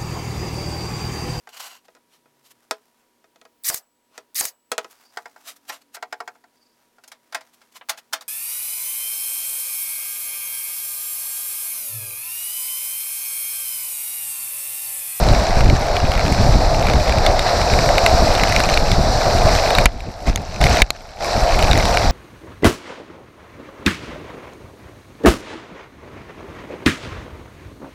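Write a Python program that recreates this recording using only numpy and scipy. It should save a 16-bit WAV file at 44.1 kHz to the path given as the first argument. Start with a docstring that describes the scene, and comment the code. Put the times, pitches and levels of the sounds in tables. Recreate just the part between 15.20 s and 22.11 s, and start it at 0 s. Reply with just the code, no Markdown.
"""Hail and heavy rain roar on a forecourt roof, as filtered noise in five flickering bands.
Stones tick on a hard microphone housing and ring its modes; fine drops burst as bright ticks.
Wind buffets and punches the microphone membrane as low noise and spikes; a few blows splash on the port.
Three times roar, small ticks and wind dip, as if water shut the port, and come back abruptly."""
import sys
import numpy as np
from scipy import signal
from scipy.fft import rfft, irfft, next_fast_len
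from scipy.io import wavfile
from scipy.ndimage import uniform_filter1d

SR = 44100
rng = np.random.default_rng(int(sys.argv[2]) if len(sys.argv) > 2 else 0)


def bounce(signal):
    """Save signal as a 16-bit WAV file at the path given by the first command-line argument."""
    frames = np.transpose(np.atleast_2d(signal))
    limited = np.clip(frames, -1, 1)
    pcm = np.round(limited * 32767).astype(np.int16)
    wavfile.write(sys.argv[1], SR, pcm)


N = 304731


def undb(db):
    """Amplitude factor of a level in dB."""
    return 10 ** (np.asarray(db) / 20)


def unit(x):
    """x scaled to an RMS of 1."""
    return x / np.sqrt(np.mean(x ** 2))


def peak(x):
    """x scaled to a peak of 1."""
    return x / abs(x).max()


def curve(rows):
    """Columns of a table, joined by straight lines, one value a sample."""
    time_s, *columns = np.transpose(rows)
    return [np.interp(np.arange(N) / SR, time_s, column) for column in columns]


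def walk(rate_hz):
    """Random levels held 1 / rate_hz s and smoothed twice."""
    hold = int(SR / rate_hz)
    steps = np.repeat(rng.standard_normal(N // hold + 1), hold)
    return 1.08 * uniform_filter1d(uniform_filter1d(steps, hold), hold)[:N]


def coloured(x, points, lo_hz, hi_hz):
    """x with the spectrum of (frequency [Hz], level [dB]) points, faded in at lo_hz and out at hi_hz."""
    n = next_fast_len(N)
    hz = np.arange(n // 2 + 1) * SR / n + 1e-3  # offset avoids log(0)
    point_hz, point_db = np.array(points).T
    gain = undb(np.interp(np.log(hz), np.log(point_hz), point_db))
    edges = np.sqrt(1 / (1 + (lo_hz / hz) ** 4) / (1 + (hz / hi_hz) ** 4))
    return irfft(rfft(x, n) * gain * edges, n)[:N]


def ring(x, hz, t60_s):
    """One decaying mode driven by x: a complex one-pole resonator."""
    pole = np.exp((2j * np.pi * hz - np.log(1000) / t60_s) / SR)
    return signal.lfilter([1], [1, -pole], x + 0j).imag


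def struck(blow, modes, loud_hz, fall_db, damp):
    """Modes rung by blow(hz), fall_db weaker per octave from loud_hz, t60 times damp, pitch jittered."""
    jitter = 1 + 0.04 * rng.standard_normal(len(modes))
    out = 0
    for (hz, mode_db, t60_s), shift in zip(modes, jitter):
        level_db = mode_db - fall_db * abs(np.log2(hz / loud_hz))
        out = out + undb(level_db) * peak(ring(blow(hz), hz * shift, damp * t60_s))
    return peak(out)


def add(out, time_s, sound):
    """Mix sound into out at time_s."""
    i = int(time_s * SR)
    out[i:i + len(sound)] += sound[:N - i]


# water over the port: (shuts [s], clear again [s], nominal depth [dB], clearing time [s])
COVERINGS = [(4.647, 5.083, -22.5, 0.032), (5.09, 5.413, -18, 0.012), (5.61, 6.026, -26, 0.048)]


def dips():
    """Level change in dB while water covers the port: shuts fast, drains slowly, then clears."""
    shut_s, settle_db, settle_s = 0.012, 13.5, 0.04
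    drain_db_per_s = 19
    t, out = np.arange(N) / SR, 0
    for shuts_s, clear_s, depth_db, clearing_s in COVERINGS:
        since = t - shuts_s
        cover = np.clip(np.minimum(since / shut_s, (clear_s - t) / clearing_s), 0, 1)
        settling_db = settle_db * np.exp(-abs(since) / settle_s)  # last part of the depth comes slowly
        out = out + cover * (depth_db + drain_db_per_s * since + settling_db)
    return out


# wind buffeting with the port open: (time [s], level [dB])
GUST_LEVELS = [(0.0, -15.5), (0.12, -9.5), (0.26, -21.5), (0.38, -12.5), (0.53, -9.5), (0.6, -22),
               (0.85, -17.5), (1.15, -16), (1.3, -10.5), (1.58, -17), (1.72, -14.5), (1.85, -17.5),
               (2.1, -14), (2.27, -23.5), (2.55, -15), (2.87, -20.5), (2.95, -13), (3.3, -19.5),
               (3.79, -13), (4.05, -21), (4.25, -12), (4.48, -23), (4.57, -15.5), (4.86, -15), (5.0, -27),
               (5.09, -14), (5.35, -21.5), (5.42, -10.5), (5.61, -20.5), (6.1, -31.5), (6.18, -17.5),
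               (6.5, -12.5), (6.82, -22), (6.91, -8)]
# relative spectrum of the buffeting: (frequency [Hz], density [dB per Hz])
BUFFET_COLOUR = [(12, -22), (20, 10.5), (45, 1.5), (382, -22.5), (500, -26), (650, -68)]


def wind(dip_db):
    """Eddies push the membrane in lumps; faster flutter follows the lumps in bursts."""
    gust_db = curve(GUST_LEVELS)[0] + 0.69 * dip_db  # dips reach the wind less
    lumps = walk(22)
    slow = coloured(rng.standard_normal(N), BUFFET_COLOUR, 8.8, 123) * undb(3.9 * lumps)
    flutter_db = 3.6 * lumps + 3.8 * walk(45) + 4.5
    flutter = coloured(rng.standard_normal(N), BUFFET_COLOUR, 62.0, 760) * undb(flutter_db)
    push = slow + flutter
    push = push * abs(push) ** 0.19  # sharpens strong eddies
    running_rms = np.sqrt(uniform_filter1d(push ** 2, int(0.1 * SR)))
    return push / running_rms * undb(gust_db)


# strong single eddies: (time [s], signed peak [full scale])
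EDDIES = [(0.116, -0.23), (0.373, -0.72), (0.41, -0.6), (0.468, -0.48), (0.49, -0.65), (0.533, 0.49),
          (0.843, 0.64), (1.214, -0.24), (1.236, 0.23), (1.248, -0.44), (1.359, -0.7), (1.671, 0.36),
          (1.768, 0.46), (2.531, 0.32), (2.939, 0.57), (3.787, 0.52), (4.255, -0.84), (5.082, -0.41),
          (5.088, 0.4), (5.101, -0.53)]


def punches():
    """Each eddy is a sharp spike of pressure between two broad rebounds."""
    spike_s, rebound_s = 0.0022, 0.013  # half-widths
    out, t = np.zeros(N), np.arange(-2000, 2000) / SR
    spike = np.exp(-abs(t / spike_s) ** 1.13)
    rebound = 0.39 * np.exp(-(t / rebound_s) ** 2)
    for time_s, push in EDDIES:
        add(out, time_s + t[0], push * peak(spike - rebound))
    return out


def spray(near_db):
    """Fine drops burst close by: equal, thin, bright noise ticks that the dips hide slightly less."""
    count, decay_s = 1100, 0.00074  # decay time constant
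    at = (rng.random(count) * N).astype(int)
    ticks = np.bincount(at, minlength=N).astype(float)
    envelope = signal.lfilter([1], [1, -np.exp(-1 / (decay_s * SR))], ticks)
    burst = envelope * rng.standard_normal(N)
    burst = coloured(burst, [(5000, 0), (15000, -12)], 6000, 13000)
    return unit(burst) * undb(0.94 * near_db - 18)


# share of each housing mode in the small ticks, in mode order: (level [dB])
TICK_SHARES = [-15, -8.5, 3, 0, -2.5, -7, -23, -4, -7, 0, -3, -15, -22]


def patter(near_db):
    """Small stones on the housing: mostly faint, a few strong, each ringing its own mix of modes."""
    count = 2100
    at = (rng.random(count) * N).astype(int)
    size = undb(np.minimum(-3.5 * np.log(1 - rng.random(count)), 11))
    mix = rng.standard_normal((len(HOUSING_MODES), count))
    out = 0
    for (hz, _, t60_s), share_db, share in zip(HOUSING_MODES, TICK_SHARES, mix):
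        for place, shift in enumerate([0.9, 1, 1.1]):  # where a stone lands shifts the ring
            hits = np.bincount(at[place::3], (size * share)[place::3], N)
            out = out + undb(share_db) * ring(hits, hz * shift, 0.68 * t60_s)
    softened = np.convolve(out, np.hanning(5), "same")
    return unit(softened) * undb(near_db - 1)


# nominal modes of the housing: (frequency [Hz], level [dB], t60 [s])
HOUSING_MODES = [(740, -17, 0.024), (1090, -5.5, 0.03), (1546, -0.5, 0.01), (2248, 6.5, 0.019),
                 (2383, 5.5, 0.02), (2785, 2.5, 0.025), (3400, -2, 0.0059), (3800, 10.5, 0.02),
                 (4250, 3, 0.013), (5550, -2, 0.011), (6930, -5.5, 0.0046), (9650, -13.5, 0.0042),
                 (13000, -27, 0.003)]
# loud stones: (time [s], body peak [dB], favoured ring [Hz], crack re body [dB])
LOUD_STONES = [(0.087, -7.5, 3820, -24), (0.407, -10, 2220, -25), (0.499, -6, 2260, -30),
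               (0.7668, -6, 1550, -38), (0.918, -9.5, 2230, -17), (0.9521, -8, 1340, -26),
               (0.9773, -11, 2220, -25), (0.994, -11.5, 2190, -31), (1.1236, -13, 2170, -6),
               (1.5454, -14, 2220, -26), (1.6256, -14, 1330, -24), (1.669, -7, 1700, -26),
               (1.6854, -10, 2210, -29), (1.699, -6, 2200, -32), (1.7359, -9, 2220, -33),
               (1.8945, -7.5, 2240, -34), (1.923, -8, 1440, -30), (1.9837, -10, 2200, -26),
               (2.0637, 1.5, 4060, -34), (2.1932, -1.5, 4050, -38), (2.4149, -6.5, 2110, -28),
               (2.537, -6, 1420, -30), (2.5896, -5, 2480, -31), (2.69, -5.5, 1980, -26),
               (2.781, -1, 2180, -32), (2.8625, 1.5, 2090, -12), (3.0817, -9, 2030, -27),
               (3.151, -8, 4210, -25), (3.2352, 0.5, 2220, -20), (3.347, -16, 2500, -22),
               (3.3627, 0.5, 2260, -34), (3.4021, -1.5, 2320, -31), (3.541, -7, 4030, -29),
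               (3.5742, -1.5, 2040, -33), (3.716, -4, 3650, -36), (4.5052, -3, 1550, -24),
               (4.5505, -3.5, 4140, -19), (4.5846, 2.5, 2220, -21), (4.8047, -21, 1800, -31),
               (5.1744, -17, 2150, -27), (5.413, -7.5, 2620, -11), (5.44, 0, 1780, -16),
               (5.4687, -9, 2230, -24), (5.5696, -5, 2350, -18), (6.3916, -7, 2350, -18),
               (6.4254, -3, 2220, -22), (6.5125, -4, 4030, -31), (6.5312, -2.5, 1510, -35),
               (6.5755, -8, 2300, -6), (6.5993, -7.5, 1370, -27), (6.6538, -7, 3860, -29),
               (6.7722, -1, 1670, -34)]


def stones():
    """A short crunch of ice rings the housing, favouring modes near one pitch, and cracks in the treble."""
    out, t = np.zeros(N), np.arange(1500) / SR
    for time_s, peak_db, loud_hz, crack_db in LOUD_STONES:
        grit = rng.standard_normal(len(t)) * np.sqrt(t) * np.exp(-t / 0.0009)
        body = struck(lambda hz: grit, HOUSING_MODES[:-2], loud_hz, 9, 0.5)
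        crack = struck(lambda hz: grit, HOUSING_MODES[-3:], 10400, 2.7, 0.91)
        add(out, time_s, undb(peak_db) * (body + undb(crack_db) * crack))
    return out


# blows on the port: (time [s], splash peak [dB], splash t60 at 2200 Hz before ringing [s],
# favoured ring [Hz], crack re splash [dB], thump [dB], thump pitch [Hz])
PORT_BLOWS = [(4.6571, 10, 0.021, 1880, -7, 0.5, 43.4), (5.159, -9, 0.014, 3470, 0.5, -11, 60),
              (5.619, 12.5, 0.019, 3000, -26, 2, 44.6), (5.7047, -3, 0.014, 4070, -4, -35, 60)]


def smacks():
    """Ice or water bursts on the port: a crack, a splash that dulls as it fades and a low membrane thump."""
    out, t = np.zeros(N), np.arange(4000) / SR
    for time_s, splash_db, t60_s, loud_hz, crack_db, thump_db, thump_hz in PORT_BLOWS:
        hiss = rng.standard_normal(len(t))
        noise = np.convolve(hiss, np.hanning(5), "same")
        snap = hiss * np.exp(-t / 0.00064)

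        def fading(hz):
            """Noise that dies sooner for higher modes."""
            return noise * 1000.0 ** (-t * (hz / 2200) ** 0.55 / t60_s)

        crack = struck(lambda hz: snap, HOUSING_MODES[-3:], 9000, 0, 0.75)
        splash = struck(fading, HOUSING_MODES, loud_hz, 15, 0.29)
        thump = np.sin(2 * np.pi * thump_hz * t) * np.exp(-t / (0.59 * t60_s))
        burst = undb(splash_db) * (splash + undb(crack_db) * crack)
        add(out, time_s, burst + undb(thump_db) * thump)
    return out


# relative spectrum of the roar through the housing: (frequency [Hz], density [dB per Hz])
ROAR_COLOUR = [(250, -18), (450, -6.5), (690, 3.5), (1000, -10), (1800, -17.5), (2500, -25), (3250, -31),
               (4000, -16.5), (5800, -19.5), (6500, -31.5), (7100, -28.5), (8600, -34.5), (9300, -46.5),
               (11000, -39), (15000, -48.5)]


def roar(drum_db, hiss_db):
    """Countless drops on roof and ground: low drumming and high hiss as noise bands that flicker apart."""
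    edges_hz = [100, 1000, 1900, 3200, 6500, 30000]
    flickers_db = [1.78, 0.8, 3.6, 1.14, 1.9]
    swell, scale, out = walk(9.5), None, 0
    for lo_hz, hi_hz, flicker_db in zip(edges_hz, edges_hz[1:], flickers_db):
        band = coloured(rng.standard_normal(N), ROAR_COLOUR, lo_hz, hi_hz)
        if scale is None:
            scale = 1 / band.std()  # the lowest band sets the scale for all
        share = np.clip(np.log(lo_hz / 600) / np.log(5), 0, 1)  # higher bands follow the hiss more
        band_db = (1 - share) * drum_db + share * (hiss_db + 10.5)
        out = out + scale * band * undb(band_db + 0.097 * swell + flicker_db * walk(30))
    return out


# storm with the port open: (time [s], nominal drumming level [dB], nominal hiss level [dB])
STORM = [(0.0, -21, -30), (0.79, -22.5, -35.5), (1.15, -21.5, -29.5), (1.7, -21, -33), (1.9, -21, -31),
         (2.5, -19, -27.5), (3.07, -18, -27.5), (3.66, -21.5, -29.5), (4.31, -18, -27), (4.65, -20, -29),
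         (5.09, -20.5, -31.5), (5.5, -19, -27), (6.05, -23, -31.5), (6.3, -19, -30.5), (6.91, -21.5, -28.5)]
# flurries of small stones and drops: (time [s], level re hiss [dB])
FLURRIES = [(0.0, 1.5), (0.55, 2.5), (0.65, 6), (1.45, -3.5), (1.7, 5), (2.1, -4), (3.0, -4.5), (3.2, 4.5),
            (3.5, 5), (3.75, -6.5), (4.5, 1.5), (5.5, 5), (6.2, 2), (6.45, 5.5), (6.91, 2.5)]


def scene():
    """Dips shape wind, roar and small ticks; loud stones, smacks and punches pass undipped."""
    dip_db = dips()
    drum_db, hiss_db = curve(STORM)
    hiss_db = hiss_db + 0.97 * dip_db
    near_db = hiss_db + curve(FLURRIES)[0]
    gusts = wind(dip_db) + punches()
    hits = spray(near_db) + patter(near_db) + stones() + smacks()
    return (gusts + hits + roar(drum_db + dip_db, hiss_db))[None]


def record(dry):
    """The input clips just below full scale, then a steep low-pass cuts the top."""
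    top = signal.ellip(10, 0.2, 75, 15200, fs=SR, output="sos")  # ripple dB, stopband dB, cutoff Hz
    return signal.sosfilt(top, np.clip(dry, -0.93, 0.93))


dry = scene()
out = record(dry)
bounce(out)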